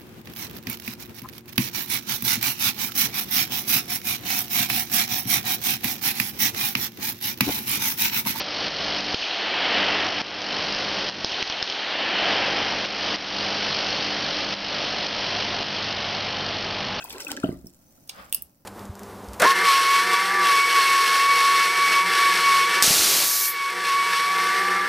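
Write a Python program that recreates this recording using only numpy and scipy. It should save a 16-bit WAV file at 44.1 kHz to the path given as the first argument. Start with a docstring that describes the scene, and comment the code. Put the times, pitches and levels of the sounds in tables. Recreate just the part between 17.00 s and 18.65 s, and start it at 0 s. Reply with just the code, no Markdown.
"""A thin stream splashes into a pool in a cloth-lined tub, beating in bubbles and throwing spray.
It runs out; the last slugs open deep pockets of air that bloop and shake the tub.
Froth fizzes on the pool. Then come a knock and a few sharp clicks, probably from the emptied
plastic bucket, with a soft scuff between them, probably from a sandal."""
import sys
import numpy as np
from scipy import signal
from scipy.fft import rfft, irfft
from scipy.io import wavfile

SR = 44100
rng = np.random.default_rng(int(sys.argv[2]) if len(sys.argv) > 2 else 0)


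def store_wav(level_fs):
    """Save 16-bit WAV to argv[1]."""
    pcm = np.round(np.clip(np.atleast_2d(level_fs), -1, 1) * 32767)
    wavfile.write(sys.argv[1], SR, pcm.T.astype(np.int16))


N = 72765
T = np.arange(N) / SR


def amp(db):
    """Decibels to gain."""
    return 10 ** (np.asarray(db) / 20)


def unit(x):
    """Scale to rms 1."""
    return x / np.sqrt(np.mean(x ** 2) + 1e-20)


def curve(points):
    """Breakpoints to one value per sample."""
    return np.interp(T, *np.transpose(points))


def at_hz(points, hz):
    """Interpolate on a log-frequency axis."""
    freq_hz, value = np.transpose(points)
    return np.interp(np.log(hz + 1), np.log(freq_hz + 1), value)


def add(mix, start_s, sound):
    """Mix a sound in at start_s."""
    part = mix[max(round(start_s * SR), 0):][:len(sound)]
    part += sound[:len(part)]


def colour(x, spectrum, tilt_db_per_oct=0, size=2048):
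    """Minimum-phase filter, unit power gain; tilt acts above 2.5 kHz."""
    hz = abs(np.fft.fftfreq(size, 1 / SR))
    octaves = np.log2(np.maximum(hz, 2500) / 2500)
    log_gain = np.log(amp(at_hz(spectrum, hz) + tilt_db_per_oct * octaves))
    taps = np.fft.ifft(np.exp(np.conj(signal.hilbert(log_gain)))).real
    return signal.fftconvolve(x, taps / np.linalg.norm(taps))[:len(x)]


def resonate(x, hz, width_hz):
    """Resonance at a steady or moving pitch, rms 1."""
    carrier = np.exp(2j * np.pi * np.cumsum(hz * np.ones(N)) / SR)
    pole = np.exp(-np.pi * width_hz / SR)
    baseband = signal.lfilter([1], np.poly([pole, pole]), x / carrier)
    return unit((baseband * carrier).real)


def ticks(per_s, spread_db):
    """Random impulses of uneven size, rms 1."""
    impulses = (rng.random(N) < per_s / SR) * rng.choice([-1, 1], N)
    return unit(impulses * amp(spread_db * np.minimum(rng.exponential(1, N), 3.5)))


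def impacts(rows, spectrum, snap, grain_db, size=4096):
    """Each impact: a snap, then a fast-dying crackle."""
    out, t = np.zeros(N), np.arange(size) / SR
    for start_s, level_db, decay_s, tilt_db_per_oct in rows:
        envelope = np.exp(-t / decay_s)
        crackle = rng.standard_normal(size) * amp(grain_db * np.minimum(rng.exponential(1, size), 4))
        hit = unit(crackle) * envelope
        hit[0] += snap
        hit = unit(colour(hit, spectrum, tilt_db_per_oct))
        add(out, start_s, amp(level_db) * hit * np.sqrt(np.mean(envelope ** 2)))
    return out


def bubble(hz, decay_s, attack_s, rise_per_s=1.6):
    """An air pocket rings, rising in pitch as it nears the surface."""
    t = np.arange(0, decay_s * 7, 1 / SR)
    envelope = (1 - np.exp(-(t / attack_s) ** 2)) * np.exp(-t / decay_s)
    return envelope / envelope.max() * np.sin(2 * np.pi * hz * (t + rise_per_s * t ** 2 / 2))


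def bubble_cloud(low_hz, high_hz, decay_1khz_s, spread_db, count):
    """Many small bubbles; smaller ones die sooner. Rms 1."""
    out = np.zeros(N)
    for when, pitch, weakness, sustain in rng.random((count, 4)):
        hz = low_hz * (high_hz / low_hz) ** pitch
        decay_s = decay_1khz_s * (.5 + sustain) * np.sqrt(1000 / hz)
        gain = amp(-spread_db * weakness) * np.sqrt(hz)
        add(out, when * N / SR, gain * bubble(hz, decay_s, attack_s=decay_s / 6))
    return unit(out)


# Diffuse field, left to right: freq_hz, correlation
COHERENCE = [(50, 0.81), (150, 0.94), (300, 0.73), (650, 0.56), (1400, -0.52), (3000, 0.48), (16000, 0.03)]

def diffuse(pair):
    """Correlate two independent channels, most in the bass."""
    left, other = rfft(pair)
    hz = np.fft.rfftfreq(pair.shape[1], 1 / SR)
    correlation = np.clip(at_hz(COHERENCE, hz), -1, 1)
    right = correlation * left + np.sqrt(1 - correlation ** 2) * other
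    return irfft([left, right], pair.shape[1])


# Room decay: freq_hz, t60_s
ROOM_DECAY = [(100, 0.4), (500, 0.4), (2500, 0.22), (8000, 0.16), (16000, 0.07)]

def place(x, lag_ms, pan_db, early_db, room_db, early_s=0.0027, size=24000):
    """Direct sound, early reflections, room tail. Positive lag and pan lean left."""
    t = np.arange(size) / SR
    hz, frame_s, noise = signal.stft(rng.standard_normal((2, size)), SR, nperseg=256)
    decay = amp(-60 * frame_s / at_hz(ROOM_DECAY, hz)[:, None])
    tail = signal.istft(noise * decay, SR, nperseg=256)[1][:, :size] * np.minimum(t / 0.0048, 1)
    early = rng.standard_normal((2, size)) * t * np.exp(-t / early_s * 2)
    response = diffuse(amp(room_db) * unit(tail) + amp(early_db) * unit(early)) / np.sqrt(size)
    khz = np.fft.rfftfreq(2 * N, 1000 / SR)
    delayed = irfft(rfft(x, 2 * N) * np.exp(-2j * np.pi * khz * lag_ms))[:N]
    direct = np.array([x * amp(pan_db / 2), delayed * amp(-pan_db / 2)])
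    return direct + signal.fftconvolve(x[None], response, axes=1)[:, :N]


# Ambient noise: freq_hz, gain_db
AIR_SPECTRUM = [(20, -9.5), (60, -11), (130, -6), (200, -5), (300, -9), (450, -19.5), (550, -13),
                (800, -18.5), (2200, -30), (3500, -35), (5800, -24.5), (7200, -37.5), (16000, -19)]
# Ambient noise, rumble, whistle: time_s, level_db
AIR_LEVEL = [(0, -51.5), (.7, -59.5), (.82, -58), (.97, -56), (1.06, -56.5), (1.22, -55), (1.42, -54),
             (1.55, -62), (1.62, -61.5), (1.65, -64)]
RUMBLE_LEVEL = [(0, -61.5), (.2, -65), (.27, -96), (.42, -59), (.56, -49.5), (.66, -54), (.76, -82),
                (1.05, -82), (1.2, -56.5), (1.3, -75), (1.41, -53.5), (1.5, -83), (1.65, -83)]
WHISTLE_LEVEL = [(0, -88), (.7, -96), (.88, -70), (1.06, -71.5), (1.15, -98)]

def background():
    """Low ambient noise, a wavering rumble, a faint thin whistle."""
    air = np.array([colour(noise, AIR_SPECTRUM) for noise in rng.standard_normal((2, N))])
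    rumble = np.array([resonate(noise, hz=70.5, width_hz=19) for noise in rng.standard_normal((2, N))])
    whistle = np.array([resonate(noise, hz=6130, width_hz=43) for noise in rng.standard_normal((2, N))])
    return (unit(diffuse(air)) * amp(curve(AIR_LEVEL))
            + diffuse(rumble) * amp(curve(RUMBLE_LEVEL))
            + whistle * amp(curve(WHISTLE_LEVEL)))


# Fizz: freq_hz, gain_db
FIZZ_SPECTRUM = [(500, -17), (3000, -7.5), (5000, -1), (6100, -0.5), (7000, 3), (10000, -2.5), (16000, -1)]
# Fizz: time_s, level_db
FIZZ_LEVEL = [(0, -71), (.5, -68), (.7, -61.5), (1.0, -68), (1.3, -58.5), (1.65, -78.5)]

def fizz():
    """Froth on the pool fizzes in fine, bright ticks."""
    return amp(curve(FIZZ_LEVEL)) * colour(ticks(per_s=470, spread_db=5.1), FIZZ_SPECTRUM)


# Sliding grit: freq_hz, gain_db
SCUFF_SPECTRUM = [(100, -48), (200, -0.5), (330, -22.5), (570, 0), (680, -7), (790, -2.5), (950, -8.5),
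                  (1190, 2), (1550, -5), (2330, -12.5), (3400, -14.5), (4300, -21.5), (4950, -15.5),
                  (5900, -29), (15000, -32)]

def scuff(start_s=1.0765, peak_s=1.1955, rise_db_per_s=178, fall_db_per_s=143):
    """A soft gritty slide, probably a sandal, swells and fades after the knock."""
    level_db = -42.5 - np.maximum((peak_s - T) * rise_db_per_s, (T - peak_s) * fall_db_per_s)
    fade_in = np.clip((T - start_s) / 0.017, 0, 1)
    grit = np.array([colour(ticks(per_s=5000, spread_db=3.8), SCUFF_SPECTRUM) for _ in range(2)])
    return diffuse(grit) * amp(level_db) * fade_in


# Knock with rattle, clicks: start_s, level_db, decay_s, tilt_db_per_oct
KNOCK_HITS = [(1.0765, -43, 0.0032, 11), (1.0885, -51, 0.0027, -1), (1.0932, -30, 0.0034, 4.5),
              (1.0958, -23, 0.0014, -2.5), (1.098, -34.5, 0.0028, -8.5), (1.102, -33, 0.0015, 5)]
CLICK_HITS = [(1.327, -7.5, 0.0007, 1.5), (1.3292, -41, 0.00084, 15), (1.3345, -26.5, 0.0045, 1.5),
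              (1.3462, -5, 0.0017, 12.5), (1.3487, -14.5, 0.0012, 1), (1.4225, -20.5, 0.0021, 11.5),
              (1.4243, -28.5, 0.00053, 8), (1.434, -40, 0.00084, 23)]
# Knock, clicks: freq_hz, gain_db
KNOCK_SPECTRUM = [(100, -32), (350, -18.5), (900, -13), (1600, -25), (2400, -7), (3100, -0.5), (3500, -2.5),
                  (4000, -4), (4550, 2), (6300, -4.5), (7300, -11), (8300, -7.5), (9600, -8), (11000, -15),
                  (12800, -12), (16000, -17.5)]
CLICK_SPECTRUM = [(100, -34), (800, -13.5), (1800, -12.5), (2400, -12), (2820, 5), (3150, -7), (3450, 2),
                  (3850, -12), (4400, -3.5), (5100, 2), (5600, -5.5), (6200, -9), (7000, -11.5),
                  (8600, 3.5), (10200, 1.5), (10900, 2.5), (12000, 2.5), (14000, -2), (15500, -1.5)]

def bucket(lag_ms=-0.328):
    """A dull knock, then sharp plastic clicks, from the right."""
    knock = impacts(KNOCK_HITS, KNOCK_SPECTRUM, snap=4.4, grain_db=2)
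    knock = place(knock, lag_ms, pan_db=-2.1, early_db=-10, room_db=-10.5)
    clicks = impacts(CLICK_HITS, CLICK_SPECTRUM, snap=4.7, grain_db=2)
    return knock + place(clicks, lag_ms, pan_db=-2.4, early_db=-10, room_db=-9)


POOL_LAG_MS = 0.098
# Churned air: time_s, gain_db
CHURN_GAIN = [(0, -63.5), (.1, -62), (.16, -44), (.25, -54), (.31, -45), (.39, -44), (.43, -68),
              (.5, -77.5)]
# Moving resonance of the hollow: time_s, pitch_hz
CHURN_PITCH = [(0, 440), (.2, 385), (.28, 313), (.42, 287)]
# Steady resonances of the hollow: pitch_hz, width_hz, gain_db
HOLLOW_MODES = [(561, 120, -6), (838, 30, -12), (1358, 81, -8.5)]

def churn():
    """The hollow under the stream gurgles, deeper as the stream breaks up."""
    gurgle = resonate(ticks(per_s=300, spread_db=2.7), curve(CHURN_PITCH), width_hz=120)
    for pitch_hz, width_hz, gain_db in HOLLOW_MODES:
        gurgle += amp(gain_db) * resonate(ticks(per_s=900, spread_db=1), pitch_hz, width_hz)
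    return place(gurgle * amp(curve(CHURN_GAIN)), POOL_LAG_MS, pan_db=-1, early_db=-11.5, room_db=-15)


# Tub modes: pitch_hz, gain_db, t60_s
TUB_MODES = [(64.5, -24, 0.5), (136.4, -20, 0.15), (183, -17, 0.22), (239.5, -27, .17), (272, -24, 0.13),
             (345.7, -18, 0.18), (571, -30, 0.13), (639, -19.5, 0.046)]
# Plunging slugs: start_s, pitch_hz, level_db, decay_s, tub_gain_db
SLUGS = [(.439, 260.6, -11.5, 0.0046, -13.5), (0.4494, 252, -21.5, 0.0029, -30),
         (0.4904, 264, -17, 0.003, -15.5), (0.527, 278, -27.5, 0.0038, -22), (0.596, 204, -50, 0.0093, -54),
         (.644, 231, -32.5, 0.0029, -36), (0.661, 227, -44, 0.003, -34.5)]

def bloops():
    """Each slug of water opens a deep air pocket and shakes the tub."""
    out, t = np.zeros(N), np.arange(SR // 2) / SR
    tub = sum(amp(db - 60 * t / t60_s) * np.sin(2 * np.pi * hz * t) for hz, db, t60_s in TUB_MODES)
    for start_s, pitch_hz, level_db, decay_s, tub_gain_db in SLUGS:
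        add(out, start_s, amp(level_db) * bubble(pitch_hz, decay_s, attack_s=.0012))
        add(out, start_s, amp(tub_gain_db) * tub)
    out = signal.sosfilt(signal.butter(3, 55, "high", fs=SR, output="sos"), out)
    return place(out, lag_ms=0.14, pan_db=-3, early_db=-16, room_db=-17)


# Drops and slaps: freq_hz, gain_db
SPRAY_SPECTRUM = [(200, -10), (1500, -10), (3200, -1), (4300, -1), (5700, 5.5), (6700, -1), (8000, 3.5),
                  (9200, -5), (12500, -4), (16000, 2)]
# Slaps on the pool: start_s, level_db, decay_s, tilt_db_per_oct
SLAP_HITS = [(.0412, -19.5, 0.0036, 14.5), (.082, -43, 0.003, 22), (.097, -19, 0.00087, 7),
             (.103, -37.5, 0.015, -5.5), (.126, -28.5, 0.0048, 6.5), (.1695, -51, .0015, -9),
             (.1825, -28.5, 0.00075, -4.5), (.202, -31, 0.014, -1.5), (.248, -26, 0.0031, 4.5),
             (.281, -27.5, 0.0039, 4.5), (.304, -29, 0.002, -5.5), (.3168, -16, 0.0016, -0.5),
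             (.366, -29.5, 0.0025, -3), (.372, -29.5, 0.00077, -8.5), (.400, -36, 0.0023, -2.5),
             (.436, -34.5, 0.0027, 3), (.486, -32, 0.003, 14), (.524, -42, 0.004, 5),
             (.6695, -23, 0.0016, 18)]

def spray(flow):
    """Drops and tiny bubbles follow the flow; the stream slaps the surface."""
    drops = colour(ticks(per_s=1100, spread_db=3.5), SPRAY_SPECTRUM)
    beads = bubble_cloud(low_hz=3500, high_hz=12500, decay_1khz_s=.0018, spread_db=18, count=1800)
    slaps = impacts(SLAP_HITS, SPRAY_SPECTRUM, snap=0.67, grain_db=5)
    return amp(-52) * flow * (drops + beads) + slaps


# Bubble cloud and rush: freq_hz, gain_db
BUBBLING_SPECTRUM = [(100, -32), (300, -1.5), (550, -6.5), (900, 0.5), (1150, -7), (1380, 0), (1900, -2.5),
                     (2400, -2), (3400, -4), (4300, -5.5), (8000, -10), (16000, -18)]
# Single bubbles: start_s, pitch_hz, level_db, decay_s
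SINGLE_BUBBLES = [(0.026, 2590, -39, 0.0017), (0.048, 934, -35, 0.0025), (.105, 3430, -32.5, 0.0017),
                  (.126, 2324, -45, 0.0071), (.153, 460, -60, 0.0051), (0.167, 1050, -42.5, 0.005),
                  (0.208, 2254, -46, 0.021), (0.22, 5390, -28.5, 0.001), (0.247, 514, -35.5, 0.0048),
                  (0.267, 2545, -28.5, 0.0022), (0.291, 1467, -32.5, 0.0073), (0.309, 2996, -30.5, 0.0016),
                  (.309, 780, -39.5, 0.013), (.372, 1695, -28, 0.0024), (.373, 280, -34.5, 0.0036),
                  (.433, 1352, -23.5, 0.0045), (.441, 623, -19.5, 0.0049), (0.443, 2970, -27, 0.0013),
                  (.492, 576, -36.5, 0.0024), (.515, 2050, -48.5, 0.0046), (0.518, 1153, -51.5, 0.021),
                  (.6685, 5410, -37.5, 0.00093)]

def bubbling(flow):
    """Air beaten into the pool rings as a cloud of bubbles; a few stand out."""
    cloud = bubble_cloud(low_hz=446, high_hz=5003, decay_1khz_s=0.0041, spread_db=13, count=1000)
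    rush = .5 * rng.standard_normal(N)
    out = amp(-44.5) * flow * unit(colour(cloud + rush, BUBBLING_SPECTRUM))
    for start_s, pitch_hz, level_db, decay_s in SINGLE_BUBBLES:
        add(out, start_s, amp(level_db) * bubble(pitch_hz, decay_s, attack_s=0.0016))
    return out


# Stream strength: time_s, gain_db
FLOW_GAIN = [(0, 1), (.03, -3), (.07, -5), (.11, -4.5), (.2, -2), (.26, -6), (.315, 4.5), (.37, -27),
             (.42, -5.5), (.52, -12), (.6, -30.5), (.75, -41.5)]

def stream():
    """The stream drives bubbles and spray, then runs out; the froth fizzes on."""
    flow = amp(curve(FLOW_GAIN))
    body = bubbling(flow)
    surface = spray(flow) + fizz()
    return (place(body, lag_ms=0.12, pan_db=3.1, early_db=-5, room_db=-13)
            + place(surface, POOL_LAG_MS, pan_db=.3, early_db=-10, room_db=-10.5))


def scene():
    """Stereo sum of all sources."""
    return stream() + churn() + bloops() + bucket() + scuff() + background()


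def record(dry):
    """Low-pass at 15.95 kHz."""
    taps = signal.firwin(255, 15950, window=("kaiser", 8), fs=SR)
    return signal.oaconvolve(dry, taps[None], "same")


dry = scene()
out = record(dry)
store_wav(out)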